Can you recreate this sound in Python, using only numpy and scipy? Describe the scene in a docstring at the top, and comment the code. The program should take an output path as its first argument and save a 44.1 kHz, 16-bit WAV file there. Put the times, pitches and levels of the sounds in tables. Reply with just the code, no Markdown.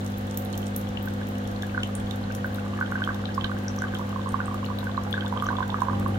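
"""A small room: a capsule coffee maker runs a thin stream of coffee into a glass standing in its bay.
As the pool deepens, the stream drags in ever larger bubbles that plop; small ones burst at the surface
and spray ticks on the glass. The air in the glass rings, and the bay and the room reflect the pour.
The stream hisses, the pump hums on the mains and water rumbles inside the machine.
Near the end the machine is heard from closer, and its hum and rumble grow louder."""
import sys
import numpy as np
from scipy import signal
from scipy.fft import rfft, irfft
from scipy.io import wavfile

SR = 44100
rng = np.random.default_rng(int(sys.argv[2]) if len(sys.argv) > 2 else 0)


def bounce(signal):
    """Save signal as a 16-bit WAV file at the path given by the first command-line argument."""
    frames = np.transpose(np.atleast_2d(signal))
    limited = np.clip(frames, -1, 1)
    pcm = np.round(limited * 32767).astype(np.int16)
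    wavfile.write(sys.argv[1], SR, pcm)


N = 272634
TIME_S = np.arange(N) / SR
CUTOFF_HZ = 16000


def from_db(db):
    """Decibels to gain."""
    return 10 ** (np.asarray(db) / 20)


def unit_rms(x):
    """Scale to rms 1."""
    return x / np.sqrt(np.mean(x ** 2) + 1e-20)


def panned(pan_db):
    """Left and right gains as a column; positive is left."""
    return from_db(np.array([[pan_db], [-pan_db]]) / 2)


def at_hz(points, hz):
    """Read a table on a log-frequency axis."""
    knots_hz, values = np.transpose(points)
    return np.interp(np.log(np.maximum(hz, 1)), np.log(knots_hz), values)


def add(out, start_s, sound):
    """Mix in a short stereo sound."""
    start = int(np.clip(round(start_s * SR), 0, N - 1))
    out[:, start:start + sound.shape[1]] += sound[:, :N - start]


def ring(hz, t60_s, onset_s, rise=0):
    """Damped sine. A bubble nearing the surface climbs in pitch, by the share `rise` per t60."""
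    t = np.arange(int(1.5 * t60_s * SR)) / SR
    envelope = (1 - np.exp(-t / onset_s)) * from_db(-60 * t / t60_s)
    phase = 2 * np.pi * hz * t * (1 + rise * t / t60_s / 2)
    return envelope / envelope.max() * np.sin(phase)


def resonate(x, hz, width_hz):
    """Two-pole resonance, peak gain 1."""
    radius, angle = np.exp(-np.pi * width_hz / SR), 2 * np.pi * hz / SR
    numerator = np.array([1, 0, -1]) * (1 - radius ** 2) / 2
    return signal.lfilter(numerator, [1, -2 * radius * np.cos(angle), radius ** 2], x + 1e-18)


def grains(per_s, low_hz, high_hz, width_share, spread_db, bands=14):
    """Random clicks of uneven size, each ringing one of a range of pitches; rms 1."""
    sizes = from_db(spread_db * np.minimum(rng.exponential(1, N), 3)) * rng.choice([-1, 1], N)
    clicks = sizes * (rng.random(N) < per_s / SR)
    band_of = rng.integers(0, bands, N)
    out = np.zeros((2, N))
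    for band, hz in enumerate(np.geomspace(low_hz, high_hz, bands)):
        rings = resonate(clicks * (band_of == band), hz, hz * width_share)
        out += panned(rng.normal(0, 1.3)) * rings / np.sqrt(hz)
    return unit_rms(out)


# Large bubbles. Each row: start in seconds, relative level in dB, pitch in Hz.
LARGE_BUBBLES = [(1.074, -27, 1510), (1.214, -32, 1600), (1.632, -25, 1650), (1.746, -25, 1520),
                 (1.777, -17, 1436), (2.302, -30.5, 1510), (2.444, -20.5, 1470), (2.584, -28.5, 1420),
                 (2.789, -27, 1250), (2.811, -16.5, 1450), (2.825, -20, 1490), (2.921, -20, 1390),
                 (2.955, -20, 1515), (3.019, -21, 1470), (3.075, -18, 1305), (3.09, -20.5, 1520),
                 (3.378, -22, 1085), (3.443, -25, 1540), (3.516, -24.5, 1430), (3.82, -21, 1474),
                 (3.839, -22.5, 1530), (3.937, -27, 1520), (3.994, -31, 954), (4.16, -27.5, 1060),
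                 (4.342, -19, 1093), (4.403, -19, 1405), (4.48, -27, 1180), (4.543, -28, 1190),
                 (4.701, -31, 1005), (4.869, -24, 1480), (4.977, -21, 1107), (5.066, -32.5, 810),
                 (5.14, -19.5, 1600), (5.178, -21.5, 1480), (5.222, -27.5, 1520), (5.325, -24, 950),
                 (5.374, -27.5, 1180), (5.423, -20.5, 1200), (5.466, -23, 1210), (5.487, -17.5, 1480),
                 (5.504, -26.5, 968), (5.528, -25.5, 1085), (5.585, -24, 980), (5.605, -22.5, 1000),
                 (5.627, -23.5, 1480), (5.743, -18.5, 1230), (5.819, -17, 1018), (5.871, -31, 1010),
                 (5.884, -23, 1020), (5.897, -24, 1180), (5.931, -28.5, 1050), (6.061, -24, 1095)]


def plops(t60_at_1khz_s=0.025, onset_s=0.0004, slap_db=-7.5, centre_hz=1580, pan_db_per_octave=18):
    """A large bubble pinches off with a slap, then rings: the larger, the longer and further right."""
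    out = np.zeros((2, N))
    slap = from_db(slap_db) * ring(hz=1130, t60_s=0.004, onset_s=onset_s)
    for start_s, level_db, hz in LARGE_BUBBLES + soft_plops():
        gain = from_db(level_db) * panned(pan_db_per_octave * np.log2(hz / centre_hz))
        add(out, start_s, gain * ring(hz, t60_at_1khz_s * 1000 / hz, onset_s, rise=0.04))
        add(out, start_s, gain * slap)
    muffle = signal.butter(4, 2150, fs=SR, output="sos")   # born under the surface, they sound dull
    return signal.sosfilt(muffle, out)


def soft_plops(count=66, from_s=1.0, above_churn_db=5.5, spread_db=2.0,
               pitch_hz=1773, spread_octaves=0.36, sink_octaves_per_s=0.1215):
    """Rows of softer plops that follow the churn, more frequent and deeper as the pool fills."""
    share = (np.arange(count) + rng.random(count)) / count
    start_s = from_s + (N / SR - from_s) * share ** (2 / 3)
    strength, detune = rng.uniform(-1, 1, (count, 2)).T
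    level_db = churn_db(start_s) + above_churn_db + spread_db * strength
    hz = pitch_hz * 2 ** (spread_octaves * detune - sink_octaves_per_s * start_s)
    return list(zip(start_s, level_db, hz))


# Bursting bubbles. Each row: start in seconds, relative level in dB, pitch in Hz, left over right in dB.
SMALL_BUBBLES = [(0.5422, -43, 3070, -10), (0.9724, -32.5, 2830, 5.5), (1.6225, -36.5, 3400, 0),
                 (1.8323, -27.5, 2900, 2.5), (2.1108, -37, 3550, -12), (3.039, -32.5, 3180, -9),
                 (3.2551, -38, 3730, 14), (3.3446, -42, 4950, -1), (3.411, -35, 3200, -8),
                 (3.4427, -32, 2950, -6), (3.4448, -33, 3750, -14), (3.682, -32, 5630, 4),
                 (3.788, -37.5, 5730, 4), (3.9507, -34.5, 3150, -2), (4.2901, -43, 8500, -16),
                 (4.4578, -42, 8250, -11), (4.645, -43.5, 2800, 17), (4.787, -37, 3720, 7.5),
                 (5.1275, -31, 3360, 11.5), (5.2083, -35.5, 3160, -8.5), (5.262, -38.5, 3440, 10),
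                 (5.3742, -40, 3160, -11), (5.3991, -39.5, 3160, 10), (5.466, -40.5, 5940, 5),
                 (5.5682, -38, 3360, 7), (5.7019, -36.5, 3370, -6)]


def plinks(gain_db=6.0, t60_at_3khz_s=0.015, onset_s=0.0001, snap_db=-8.0, snap_t60_s=0.0059):
    """Small bubbles snap open at the surface and give short, rising rings; the highest die first."""
    out = np.zeros((2, N))
    for start_s, level_db, hz, pan_db in SMALL_BUBBLES + soft_plinks():
        t60_s = t60_at_3khz_s * (3000 / hz) ** 0.7
        gain = from_db(level_db + gain_db) * panned(pan_db)
        add(out, start_s, gain * ring(hz, t60_s, onset_s, rise=0.32))
        add(out, start_s, gain * from_db(snap_db) * ring(hz, snap_t60_s, onset_s))
    return out


def soft_plinks(count=60, level_db=-46.5, spread_db=2.5, pitch_hz=3220, spread_octaves=0.37, pan_db=14):
    """Rows of fizz: fainter bursts at random all over the pool."""
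    jitter, strength, detune, place = rng.uniform(-1, 1, (count, 4)).T
    start_s = N / SR * (np.arange(count) + (1 + jitter) / 2) / count
    hz = pitch_hz * 2 ** (spread_octaves * detune)
    return list(zip(start_s, level_db + spread_db * strength, hz, pan_db * place))


# Droplets. Each row: start in seconds, relative tick and splat levels in dB, tick pitch in Hz.
DROPLETS = [(0.0634, -48, -30.5, 12700), (0.182, -32.5, -59, 12900), (0.2108, -49, -43, 11900),
            (0.3104, -49, -31.5, 12600), (0.3733, -19.5, -28, 13500), (0.4493, -32, -52, 11600),
            (0.528, -44, -31.5, 13500), (0.5768, -28, -29.5, 13200), (0.668, -51, -30, 11500),
            (0.7625, -19, -33, 12500), (1.026, -32, -55, 14000), (1.057, -32, -55, 13600),
            (1.2873, -34.5, -45, 13600), (1.4746, -40, -36, 11600), (1.6232, -40, -32.5, 13200),
            (1.833, -42.5, -29.5, 12700), (1.952, -25.5, -30, 9000), (2.109, -41, -34.5, 12800),
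            (2.3496, -32, -31, 11700), (2.4643, -38, -53, 14700), (2.544, -33, -57, 12000),
            (3.4432, -46, -51, 11600), (3.8197, -43, -33.5, 11600), (3.9464, -41, -34, 12900),
            (4.2903, -51, -38, 13500), (4.788, -34, -59, 12800), (5.1093, -35, -50, 11800),
            (5.4235, -38, -41, 11800), (5.8182, -44, -35, 11600), (6.0793, -35.5, -54, 11200)]


def droplets(tick_gain_db=8.5, splat_gain_db=6.0, knock_gain_db=-7.0, pan_db=-4.5, onset_s=0.00003):
    """A droplet hits the glass with a bright tick, a dry splat and a small knock tied to the splat."""
    out, place = np.zeros((2, N)), panned(pan_db)
    knock = ring(hz=3200, t60_s=0.0028, onset_s=onset_s)
    for start_s, tick_db, splat_db, tick_hz in DROPLETS + soft_droplets():
        splat_hz = 6900 * 2 ** (0.14 * rng.uniform(-1, 1))
        tick = ring(tick_hz, t60_s=0.0015, onset_s=onset_s)
        splat = -ring(splat_hz, t60_s=0.0018, onset_s=onset_s)
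        add(out, start_s, place * from_db(tick_db + tick_gain_db) * tick)
        add(out, start_s, place * from_db(splat_db + splat_gain_db) * splat)
        add(out, start_s, place * from_db(splat_db + knock_gain_db) * knock)
    return out


def soft_droplets(count=44, tick_db=-44, splat_db=-41.5, spread_db=2.5, growth_db_per_s=0.5,
                  tick_hz=13100, spread_octaves=0.083):
    """Rows of lighter droplets, rarer and slightly louder as the pool fills."""
    share = (np.arange(count) + rng.random(count)) / count
    start_s = N / SR * share ** (3 / 2)
    tick_strength, splat_strength, detune = rng.uniform(-1, 1, (count, 3)).T
    ticks_db = tick_db + spread_db * tick_strength + growth_db_per_s * start_s
    splats_db = splat_db + spread_db * splat_strength + growth_db_per_s * start_s
    return list(zip(start_s, ticks_db, splats_db, tick_hz * 2 ** (spread_octaves * detune)))


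# Bubbling of the pool. Each row: time in seconds, relative level in dB.
CHURN_LEVELS = [(0, -46), (1.5, -46), (2.6, -40.5), (3.0, -34.5), (3.3, -38.5), (4.3, -37), (5.0, -39.5),
                (5.55, -33.5), (6.18, -41)]


def churn_db(time_s):
    """The stream drags more air under, in surges, as the pool deepens."""
    return np.interp(time_s, *np.transpose(CHURN_LEVELS))


def burble(gain_db=-12.5):
    """Tiny bubbles ring in the churning pool."""
    bubbles = grains(per_s=120, low_hz=965, high_hz=1650, width_share=0.12, spread_db=1.5)
    return from_db(churn_db(TIME_S) + gain_db) * bubbles


def spray(level_db=-63.5, fade_db_per_s=0.7):
    """The finest droplets tick faintly, fading as the deepening pool cushions the stream."""
    mist = grains(per_s=120, low_hz=6500, high_hz=15000, width_share=0.5, spread_db=5.5)
    return from_db(level_db - fade_db_per_s * TIME_S) * mist


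# Pump overtones. Each row: multiple of the mains, level in dB, left over right in dB, close level in dB.
PUMP_OVERTONES = [(2, -34.5, 1, -29), (3, -83, -8, -62), (4, -34.5, -1.5, -31.5), (5, -40.5, 2.5, -37.5),
                  (6, -55.5, 4, -46), (7, -61.5, -23, -50.5), (9, -57.5, -2, -71), (10, -47.5, 3.5, -47),
                  (11, -51.5, 8.5, -48), (12, -75, -6, -70), (14, -61, -11, -69), (15, -62, -17, -56.5),
                  (16, -76, -8, -48.5), (17, -99, -10, -58), (18, -74, 8.5, -72)]


def pump(closeness, mains_hz=49.97, waver_share=0.014, flutter_db=-66, waver_hz=9):
    """The pump strokes once a mains cycle; its casing sounds the overtones, which waver with the load."""
    out = np.zeros((2, N))
    mains_phase = 2 * np.pi * mains_hz * TIME_S
    for multiple, level_db, pan_db, close_db in PUMP_OVERTONES:
        gain = from_db(level_db + closeness * (close_db - level_db))
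        unrest = waver_share * gain + from_db(flutter_db)
        amplitude = gain + unrest * (drift(waver_hz) + 1j * drift(waver_hz))
        phase = multiple * mains_phase + rng.uniform(0, 2 * np.pi)
        out += panned(pan_db) * np.sqrt(2) * np.real(amplitude * np.exp(1j * phase))
    return out


def drift(rate_hz):
    """Slow random wander; rms 1."""
    knots = rng.standard_normal(4096)
    return unit_rms(np.interp(TIME_S * rate_hz, np.arange(len(knots)), knots))


# Water noise in the machine. Each row: frequency in Hz, density in dB per Hz.
RUMBLE_SPECTRUM = [(15, -85), (26, -81), (42, -61.5), (80, -65), (170, -63.5), (290, -67), (342, -66),
                   (395, -71), (520, -67.5), (640, -71), (790, -69), (940, -76.5), (1500, -79.5),
                   (4000, -104)]


def rumble(closeness, close_gain_db=3.5):
    """Water rumbles in the heater and tubes, louder from close by."""
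    return from_db(close_gain_db * closeness) * noise(RUMBLE_SPECTRUM)


# Noise of the stream. Each row: frequency in Hz, relative density in dB.
HISS_SPECTRUM = [(600, -90), (1100, -74.5), (1600, -74), (2400, -84), (3000, -81), (4000, -84.5),
                 (5000, -92), (7000, -92.5), (8500, -102), (10500, -104), (12500, -102), (15500, -105)]


def stream_hiss(gain_db=-2.0):
    """The thin stream hisses steadily."""
    return from_db(gain_db) * noise(HISS_SPECTRUM)


# Likeness of left and right. Each row: frequency in Hz, correlation from -1 to 1.
STEREO_CORRELATION = [(60, 0.96), (130, 0.95), (290, 0.83), (640, -0.12), (1410, -0.69), (3100, 0.21),
                      (15000, -0.55)]


def noise(spectrum):
    """Stereo noise of a given density, alike in both channels in the bass and wide higher up."""
    hz = np.fft.rfftfreq(N, 1 / SR)
    mid, side = rfft(rng.standard_normal((2, N)))
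    alike = at_hz(STEREO_CORRELATION, hz)
    pair = np.sqrt(1 + alike) * mid + np.sqrt(1 - alike) * side * np.array([[1], [-1]])
    return irfft(pair * from_db(at_hz(spectrum, hz)), N) * np.sqrt(SR) / 2


# Air resonances of the glass. Each row: frequency in Hz, width in Hz, gain in dB.
GLASS_MODES = [(990, 70, -9), (1160, 80, -14), (1535, 90, -8), (3150, 220, -10), (3620, 220, -9)]


def glass(x):
    """The air in the glass rings on after each splash."""
    return x + sum(from_db(gain_db) * resonate(x, hz, width_hz) for hz, width_hz, gain_db in GLASS_MODES)


def scatter(x, direct_gain=0.3, t60_s=0.011):
    """A click bounces round inside the glass for a few milliseconds."""
    t = np.arange(SR // 100) / SR
    bounces = rng.standard_normal((2, len(t))) * from_db(-60 * t / t60_s)
    bounced = signal.fftconvolve(x, unit_rms(bounces) / np.sqrt(len(t)), axes=1)[:, :N]
    return direct_gain * x + np.sqrt(1 - direct_gain ** 2) * bounced


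# Direct and reflected paths. Each row: channel (0 is left), delay in seconds, gain in dB.
BAY_PATHS = [(0, .00016, 0), (0, .0019, -11), (0, .0028, -10), (0, .0107, -16), (0, .025, -19), (1, 0, 0),
             (1, .00195, -9), (1, .00265, -11), (1, .0132, -16), (1, .0245, -20)]


def bay(x):
    """The pour arrives directly and off the bay, the table and the near walls."""
    out = np.zeros((2, N))
    for channel, delay_s, gain_db in BAY_PATHS:
        lag = int(delay_s * SR)
        out[channel, lag:] += from_db(gain_db) * x[channel, :N - lag]
    return out


# Room decay. Each row: frequency in Hz, t60 in seconds.
ROOM_DECAY = [(300, 0.51), (1500, 0.13), (5000, 0.17), (14000, 0.21)]


def room(x, gain_db=-8.5, first_echo_s=0.0081):
    """A diffuse tail that lasts longest in the bass."""
    t, tail = np.arange(SR // 2) / SR, 0
    edges_hz = np.geomspace(250, CUTOFF_HZ, 7)
    for low_hz, high_hz in zip(edges_hz, edges_hz[1:]):
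        bandpass = signal.butter(2, [low_hz, high_hz], "band", fs=SR, output="sos")
        band = signal.sosfilt(bandpass, rng.standard_normal((2, len(t))))
        t60_s = at_hz(ROOM_DECAY, np.sqrt(low_hz * high_hz))
        tail = tail + band * from_db(-60 * t / t60_s)
    tail = unit_rms(tail * (t > first_echo_s)) / np.sqrt(len(t))
    return from_db(gain_db) * signal.fftconvolve(x, tail, axes=1)[:, :N]


def scene(close_from_s=5.885, approach_s=0.036):
    """The pour, coloured by glass, bay and room, over the machine and the hiss of the stream."""
    closeness = np.clip((TIME_S - close_from_s) / approach_s, 0, 1)
    machine = pump(closeness) + rumble(closeness)
    bubbling, mist, hiss = burble(), spray(), stream_hiss()
    pool = plops() + plinks() + bubbling
    splashes = scatter(droplets() + mist)
    pour = glass(pool + splashes)
    return bay(pour) + room(pour) + machine + hiss


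def record(dry):
    """Steep low-pass on the top treble."""
    return signal.sosfilt(signal.ellip(12, 0.1, 80, CUTOFF_HZ, fs=SR, output="sos"), dry)


dry = scene()
out = record(dry)
bounce(out)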